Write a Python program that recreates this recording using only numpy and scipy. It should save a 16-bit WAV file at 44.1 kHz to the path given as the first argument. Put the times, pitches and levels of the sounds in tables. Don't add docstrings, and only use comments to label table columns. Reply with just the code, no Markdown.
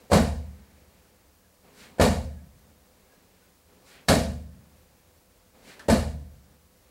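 import sys
import numpy as np
from scipy import signal
from scipy.fft import rfft, irfft, next_fast_len
from scipy.io import wavfile
from scipy.ndimage import uniform_filter1d

SR = 44100
rng = np.random.default_rng(int(sys.argv[2]) if len(sys.argv) > 2 else 0)


def master(y):
    cut = np.clip(np.atleast_2d(y).T, -1, 1)
    pcm = np.round(cut * 32767)
    wavfile.write(sys.argv[1], SR, pcm.astype(np.int16))


def ratio(d):
    e = np.asarray(d, float) / 20
    return 10 ** e


N = 304290

# f/Hz, level/dB per Hz
VENT_SPECTRUM = [(15, -25.5), (25, -3.5), (80, 2.5), (148, -13.5), (184, 0), (205, -10), (248, -8.5),
                 (461, -13), (500, -8.5), (637, -12.5), (1640, -19.5), (3300, -23), (4690, -22),
                 (8970, -23.5), (15800, -23.5)]
VENT_DB, VENT_FLICKER_DB = -59, 0.4
BLADE_HZ, BLADE_DB = 500, -81
STEADY_BLADE_HZ, STEADY_BLADE_DB = 506, -72.5
WHINE_HZ, WHINE_DB = 15733, -80

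# f/Hz, level/dB per Hz
CLOTH_SPECTRUM = [(410, -37), (700, -3.5), (1050, -6.5), (1500, -0.5), (2400, 0), (3300, -5), (4600, -10.5),
                  (7000, -34.5)]
# f/Hz, level/dB per Hz
SHEEN_SPECTRUM = [(2350, -31.5), (4000, 1), (6370, -4.5), (7510, -3), (8530, -5), (15000, -14.5)]
# f/Hz, level/dB per Hz
SOLE_SPECTRUM = [(71, -57.5), (120, -10), (236, -3.5), (342, -11.5), (385, -5.5), (452, -7), (1300, -18.5),
                 (1690, -36.5), (2860, -120)]
# f/Hz, level/dB per Hz
SNAP_SPECTRUM = [(530, -39), (900, -10), (1210, -11), (1820, -3), (2260, -24), (2440, -15), (12000, -30),
                 (15600, -57), (22000, -120)]
# t/s of top speed, level/dB, rise/s, fall/s, thin top level/dB
SWINGS = [
    (-.03, -67.5, .05, .07, 2),
    (1.835, -53.5, 0.046, 0.051, -2.5),
    (3.905, -59, .03, 0.05, -1),
    (3.96, -56.5, 0.05, 0.049, -10),
    (5.72, -52.5, 0.046, 0.042, -4),
    (5.81, -69, .02, 0.02, 0),
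]
SHEEN_LEAD_S = 0.015
# start t/s, end t/s, level/dB, growth/dB per s
PIVOTS = [
    (-.1, .1, -59.5, -4),
    (1.627, 1.991, -59.5, 4),
    (3.67, 4.067, -62, 2),
    (5.527, 5.87, -61, 18),
]
PIVOT_ATTACK_S, PIVOT_CLOTH_DB = 0.02, -9
# t/s, length/s, soles level/dB, cloth level/dB
WEIGHT_SHIFTS = [(.75, 0.35, -64, -70), (1.15, 0.11, -75, -80), (2.7, 0.12, -67.5, -84),
                 (3.12, 0.2, -65, -72.5), (3.4, 0.16, -74, -73), (4.8, 0.28, -69.5, -75.5),
                 (5.143, 0.08, -74.5, -81), (5.43, 0.078, -70, -74), (5.676, .025, -55, -74.5),
                 (6.526, .04, -64, -77), (6.92, 0.1, -68.5, -72)]
SHIFT_SHEEN_DB = -4
# t/s, peak level/dB
SNAPS = [
    (5.7939, -39),
]
SNAP_CRACK_DB, SNAP_CRACK_T60_S = -13, 0.04

# t/s, thud level/dB, slap level/dB, depth/dB below 300 Hz, knock/dB above 700 Hz
CONTACTS = [(0.1, -32.5, -47.5, -6, -1.5), (0.107, -38, -48, 6, -3), (.111, -42, -36.5, -10, 1),
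            (0.1163, -11, -27, -1, 4.5), (.130, -13.5, -19.5, 1, 0), (1.983, -37, -46.5, -4, 14),
            (1.997, -10.5, -26.5, 2.5, 1.5), (2.011, -14.5, -18.5, -19, 5), (4.079, -48, -41.5, -6, -6.5),
            (4.0841, -16.5, -15, 5.5, 6.5), (4.097, -10.5, -52.5, 1.5, -2.5), (5.857, -54, -71.5, 11.5, -3),
            (5.883, -28, -29.5, -8, 2), (5.886, -12, -36, -2.5, 1), (5.898, -20.5, -21.5, 9.5, -14)]
# t/s, level/dB, tilt/dB per octave, pad pitch f/Hz
SHOVES = [
    (0.123, -17, 3, 544),
    (2.004, -18, 3.5, 525),
    (4.094, -18.5, 7, 644),
    (5.894, -20.5, 2.5, 562),
]
KNOCK_RATIO = 1.7
# delay t/s, level/dB
ECHOES = [(0.0142, -5.5), (0.023, -14), (0.041, -3), (0.0438, -12.5), (0.065, -12), (0.067, -10)]
# f/Hz, level/dB after a thud, level/dB after a slap, t60/s
HALL_TAIL = [(60, -28, -67, 0.66), (133, -17, -57.5, 0.76), (234, 0, -34.5, 0.25), (340, -9, -34, 0.28),
             (528, -1.5, -30, 0.48), (775, -7.5, -38, 0.42), (1160, -14.5, -8, 0.36),
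             (1900, -18.5, -14, 0.41), (3200, -34, -14.5, 0.43), (4530, -36.5, -11.5, 0.43),
             (6460, -47, -16, 0.44), (8550, -60, -13, 0.45), (11000, -67.5, -17, 0.39),
             (15500, -76, -28.5, .38)]
# f/Hz, level/dB after a thud, t60/s
LATE_TAIL = [(60, -29.5, 0.46), (184, -30, 1.81), (330, -38.5, 0.58), (520, -29.5, 0.9), (1030, -50, 1.2),
             (1910, -56, 3.45), (3500, -72, 2.8), (6000, -90, 1.1)]
# f/Hz, level/dB, t60/s, sign of the mode shape at the listener
HALL_MODES = [(49.45, -3, 0.81, 1), (58.1, -8.5, 0.96, 1), (65.3, -8, .95, -1), (74.0, -0.5, 1.05, 1),
              (75.9, -1.5, .92, -1), (87.2, -1, .66, -1), (95, -2, .35, -1), (103, -9, 0.48, 1),
              (113, -17, 0.71, 1), (133.7, -1, 0.18, -1), (146, -16, .55, 1), (155, -6, 0.5, -1),
              (171.2, -0.5, 0.36, 1), (187.7, -13, 0.95, -1), (191.5, -9, 0.8, 1), (209.5, 7.5, 0.17, -1),
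              (217, 3.5, 0.47, 1), (237, 1, 0.45, -1), (243, -1.5, 0.64, 1), (274.7, 0, 0.36, -1)]
# t/s, f/Hz, rms level/dB, length/s
CREAKS = [(1.456, 1670, -73, .05), (2.37, 1670, -69, 0.036), (3.06, 2130, -74, 0.055),
          (3.122, 1660, -70.5, 0.062), (3.448, 1490, -71, 0.042)]
MIC_LOW_CUT_HZ = 34


def rms_one(x):
    return x / np.sqrt(np.mean(x ** 2) + 1e-20)


def at_hz(points, hz, column=1):
    points = np.array(points)
    return np.interp(np.log(hz), np.log(points[:, 0]), points[:, column])


def drift(rate):
    r = np.exp(-80 * np.pi * rate / SR)
    slow = signal.lfilter([1], [1, -2 * r, r * r], rng.standard_normal(N // 40 + 2002))
    slow = slow[2000:]
    return np.interp(np.arange(N) / 40, np.arange(len(slow)), rms_one(slow))


def ring(x, hz, t60):
    r, w = ratio(-60 / (t60 * SR)), 2 * np.pi * hz / SR
    return signal.lfilter([0, np.sin(w)], [1, -2 * r * np.cos(w), r * r], x + 1e-18)


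def coloured(spectrum, patchy_db):
    size = next_fast_len(N)
    hz = np.maximum(np.arange(size // 2 + 1) * SR / size, 1)
    shaped = rfft(rng.standard_normal(size)) * ratio(at_hz(spectrum, hz))
    noise = irfft(shaped, size)[:N]
    return rms_one(noise * ratio(patchy_db * drift(12)))


def place(s, x):
    out, i = np.zeros(N), round(s * SR)
    out[i:i + len(x)] = x[:N - i]
    return out


def clicks_at(s, heights):
    out = np.zeros(N)
    out[np.round(s * SR).astype(int)] = heights
    return out


def swell(t, rise_s, fall_s):
    return np.exp(-(t / np.where(t < 0, rise_s, fall_s)) ** 2)


def background():
    t = np.arange(N) / SR
    rumble = ratio(VENT_DB - 1.5) * coloured(VENT_SPECTRUM, VENT_FLICKER_DB)
    whine = ratio(WHINE_DB + 1.5 + 2.2 * drift(12)) * np.sin(2 * np.pi * WHINE_HZ * t)
    wavering = ratio(BLADE_DB) * rms_one(ring(rng.standard_normal(N), BLADE_HZ, 0.5))
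    steady = ratio(STEADY_BLADE_DB) * np.sin(2 * np.pi * STEADY_BLADE_HZ * t)
    return rumble + whine + wavering + steady


def limbs():
    t = np.arange(N) / SR
    cloth_noise = coloured(CLOTH_SPECTRUM, patchy_db=0.7)
    sheen_noise = coloured(SHEEN_SPECTRUM, patchy_db=0.7)
    sole_noise = coloured(SOLE_SPECTRUM, patchy_db=0.7)
    cloth, sheen, soles = np.zeros((3, N))
    for s, db, rise_s, fall_s, sheen_db in SWINGS:
        cloth += ratio(2 * db) * swell(t - s, rise_s, fall_s)
        sheen += ratio(2 * (db + sheen_db)) * swell(t - s + SHEEN_LEAD_S, rise_s, fall_s)
    for start, end, db, growth_db in PIVOTS:
        attack = np.clip((t - start) / PIVOT_ATTACK_S, 0, 1) ** 2
        rub = ratio(2 * (db + growth_db * (t - start))) * attack * (t < end)
        soles += rub
        cloth += ratio(2 * PIVOT_CLOTH_DB) * rub
        sheen += ratio(2 * (PIVOT_CLOTH_DB + SHIFT_SHEEN_DB)) * rub
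    for s, length, soles_db, cloth_db in WEIGHT_SHIFTS:
        shift = swell(t - s, length, length)
        soles += ratio(2 * soles_db) * shift
        cloth += ratio(2 * cloth_db) * shift
        sheen += ratio(2 * (cloth_db + SHIFT_SHEEN_DB)) * shift
    moves = np.sqrt(cloth) * cloth_noise + np.sqrt(sheen) * sheen_noise + np.sqrt(soles) * sole_noise
    return moves + cloth_snaps(t, cloth_noise + sheen_noise)


def cloth_snaps(t, bright_noise):
    out, flutter_noise = np.zeros(N), coloured(SNAP_SPECTRUM, patchy_db=-3.0)
    for s, db in SNAPS:
        since = np.maximum(t - s, 0)
        flutter = flutter_noise * ratio(db - 9.5 - 60 * since / 0.44)
        crack = bright_noise * ratio(db + SNAP_CRACK_DB - 60 * since / SNAP_CRACK_T60_S)
        out += (t > s) * (flutter + crack)
    return out


def pad_thud(push, pad_hz, depth_db, knock_db):
    main = ring(push, pad_hz, 0.023)
    deep = 0.32 * ratio(depth_db) * ring(push, pad_hz * 0.419, 0.072)
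    knock = 0.11 * ratio(knock_db) * ring(push, pad_hz * KNOCK_RATIO, 0.0029)
    return main + deep + knock


def contacts():
    t, out = np.arange(2048) / SR, np.zeros(N)
    soft = signal.butter(4, 1000, fs=SR, output="sos")
    bright = signal.butter(2, [1500, 9500], "band", fs=SR, output="sos")
    for s, thud_db, slap_db, depth_db, knock_db in CONTACTS:
        push_noise, skin_noise = rng.standard_normal((2, len(t)))
        pad_hz = min(SHOVES, key=lambda kick: abs(kick[0] - s))[-1]
        push = signal.sosfilt(soft, (t == 0) - 0.058 * push_noise * np.exp(-t / 0.0019))
        thud = pad_thud(push, pad_hz, depth_db, knock_db)
        crackle = skin_noise * np.exp(-t / 0.0053) * (1 - np.exp(-t / 0.0032))
        slap = signal.sosfilt(bright, crackle)
        slap = slap + 0.08 * ring(slap, 4500, 0.011)
        slap = slap + 0.29 * ring(slap, 7830, 0.0041)
        out += place(s, -ratio(thud_db + 3.0) * thud + ratio(slap_db - 1.5) * slap)
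    return out + sum(ratio(db) * place(delay, out) for delay, db in ECHOES)


def dying(power, t60, rise_s):
    fall, fill = ratio(-120 / (t60 * SR)), np.exp(-1 / (rise_s * SR))
    drained = signal.lfilter([1], [1, -fall], power + 1e-18)
    return signal.lfilter([1 - fill], [1, -fill], drained)


def hall_tail():
    s, thud_db, slap_db, depth_db, knock_db = np.transpose(CONTACTS)
    thud = clicks_at(s, ratio(2 * thud_db))
    deep = clicks_at(s, ratio(2 * (thud_db + depth_db)))
    knock = clicks_at(s, ratio(2 * (thud_db + knock_db)))
    slap = clicks_at(s, ratio(2 * slap_db))
    edges = 45 * 2 ** np.arange(0, 8.6, 1 / 3)
    white, out = rng.standard_normal((2, N)), np.zeros(N)
    for k, (low, high) in enumerate(zip(edges, edges[1:])):
        hz = np.sqrt(low * high)
        third_octave = signal.butter(2, [low, high], "band", fs=SR, output="sos")
        band = rms_one(signal.sosfilt(third_octave, white[k % 2]))
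        body = deep if hz < 300 else thud if hz < 700 else knock
        fed = body * ratio(2 * at_hz(HALL_TAIL, hz))
        fed = fed + slap * ratio(2 * (at_hz(HALL_TAIL, hz, column=2) + 8.0))
        early = dying(fed, at_hz(HALL_TAIL, hz, column=3), rise_s=0.0009 + 3.9 / hz)
        late_fed = body * ratio(2 * at_hz(LATE_TAIL, hz))
        late = dying(late_fed, at_hz(LATE_TAIL, hz, column=2), rise_s=0.041)
        out += ratio(-8 + 1.2 * drift(32)) * band * np.sqrt(early + late)
    return out


def nearby_surfaces(x, share):
    t = np.arange(1024) / SR
    cluster = rng.standard_normal(len(t)) * np.exp(-t / 0.006)
    return x + share * signal.fftconvolve(x, cluster / np.linalg.norm(cluster))[:N]


def boom():
    out = np.zeros(N)
    s, shove_db, tilt_db, _ = np.transpose(SHOVES)
    for hz, db, t60, sign in HALL_MODES:
        chance_db = 1.2 * rng.normal(0, 1, len(s))
        mode_db = shove_db + db + tilt_db * np.log2(hz / 120) + chance_db
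        out += sign * ring(clicks_at(s, ratio(mode_db)), hz, t60)
    shove = np.hanning(2 * round(0.0025 * SR))
    return signal.fftconvolve(out, shove / shove.sum())[:N]


def creaks():
    t, noise, out = np.arange(N) / SR, rng.standard_normal(N), np.zeros(N)
    for s, hz, db, length in CREAKS:
        out += ratio(db) * rms_one(ring(noise, hz, 0.12)) * swell(t - s, length, length)
    return out


def scene():
    kicks = contacts() + nearby_surfaces(hall_tail(), share=0.3) + boom()
    return (background() + limbs() + kicks + creaks())[None]


def low_pass(x):
    return signal.sosfilt(signal.butter(12, 16600, fs=SR, output="sos"), x)


def record(dry):
    level_db = 10 * np.log10(uniform_filter1d(dry[0] ** 2, size=441) + 1e-12)
    climb_db = 26.0 * np.arange(N) / SR
    wanted_db = 0.075 * np.maximum(level_db + 31.5, 0)
    duck_db = np.maximum.accumulate(wanted_db + climb_db) - climb_db
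    r = np.exp(-1 / (0.008 * SR))
    ducked = dry * ratio(-signal.lfilter([1 - r], [1, -r], duck_db))
    rounded = 0.74 * np.tanh(ducked / 0.71)
    top_cut = signal.ellip(12, 0.5, 60, 15830, fs=SR, output="sos")
    low_cut = signal.butter(2, MIC_LOW_CUT_HZ, "high", fs=SR, output="sos")
    return low_pass(signal.sosfilt(np.vstack([top_cut, low_cut]), rounded))


dry = scene()
out = record(dry)
master(out)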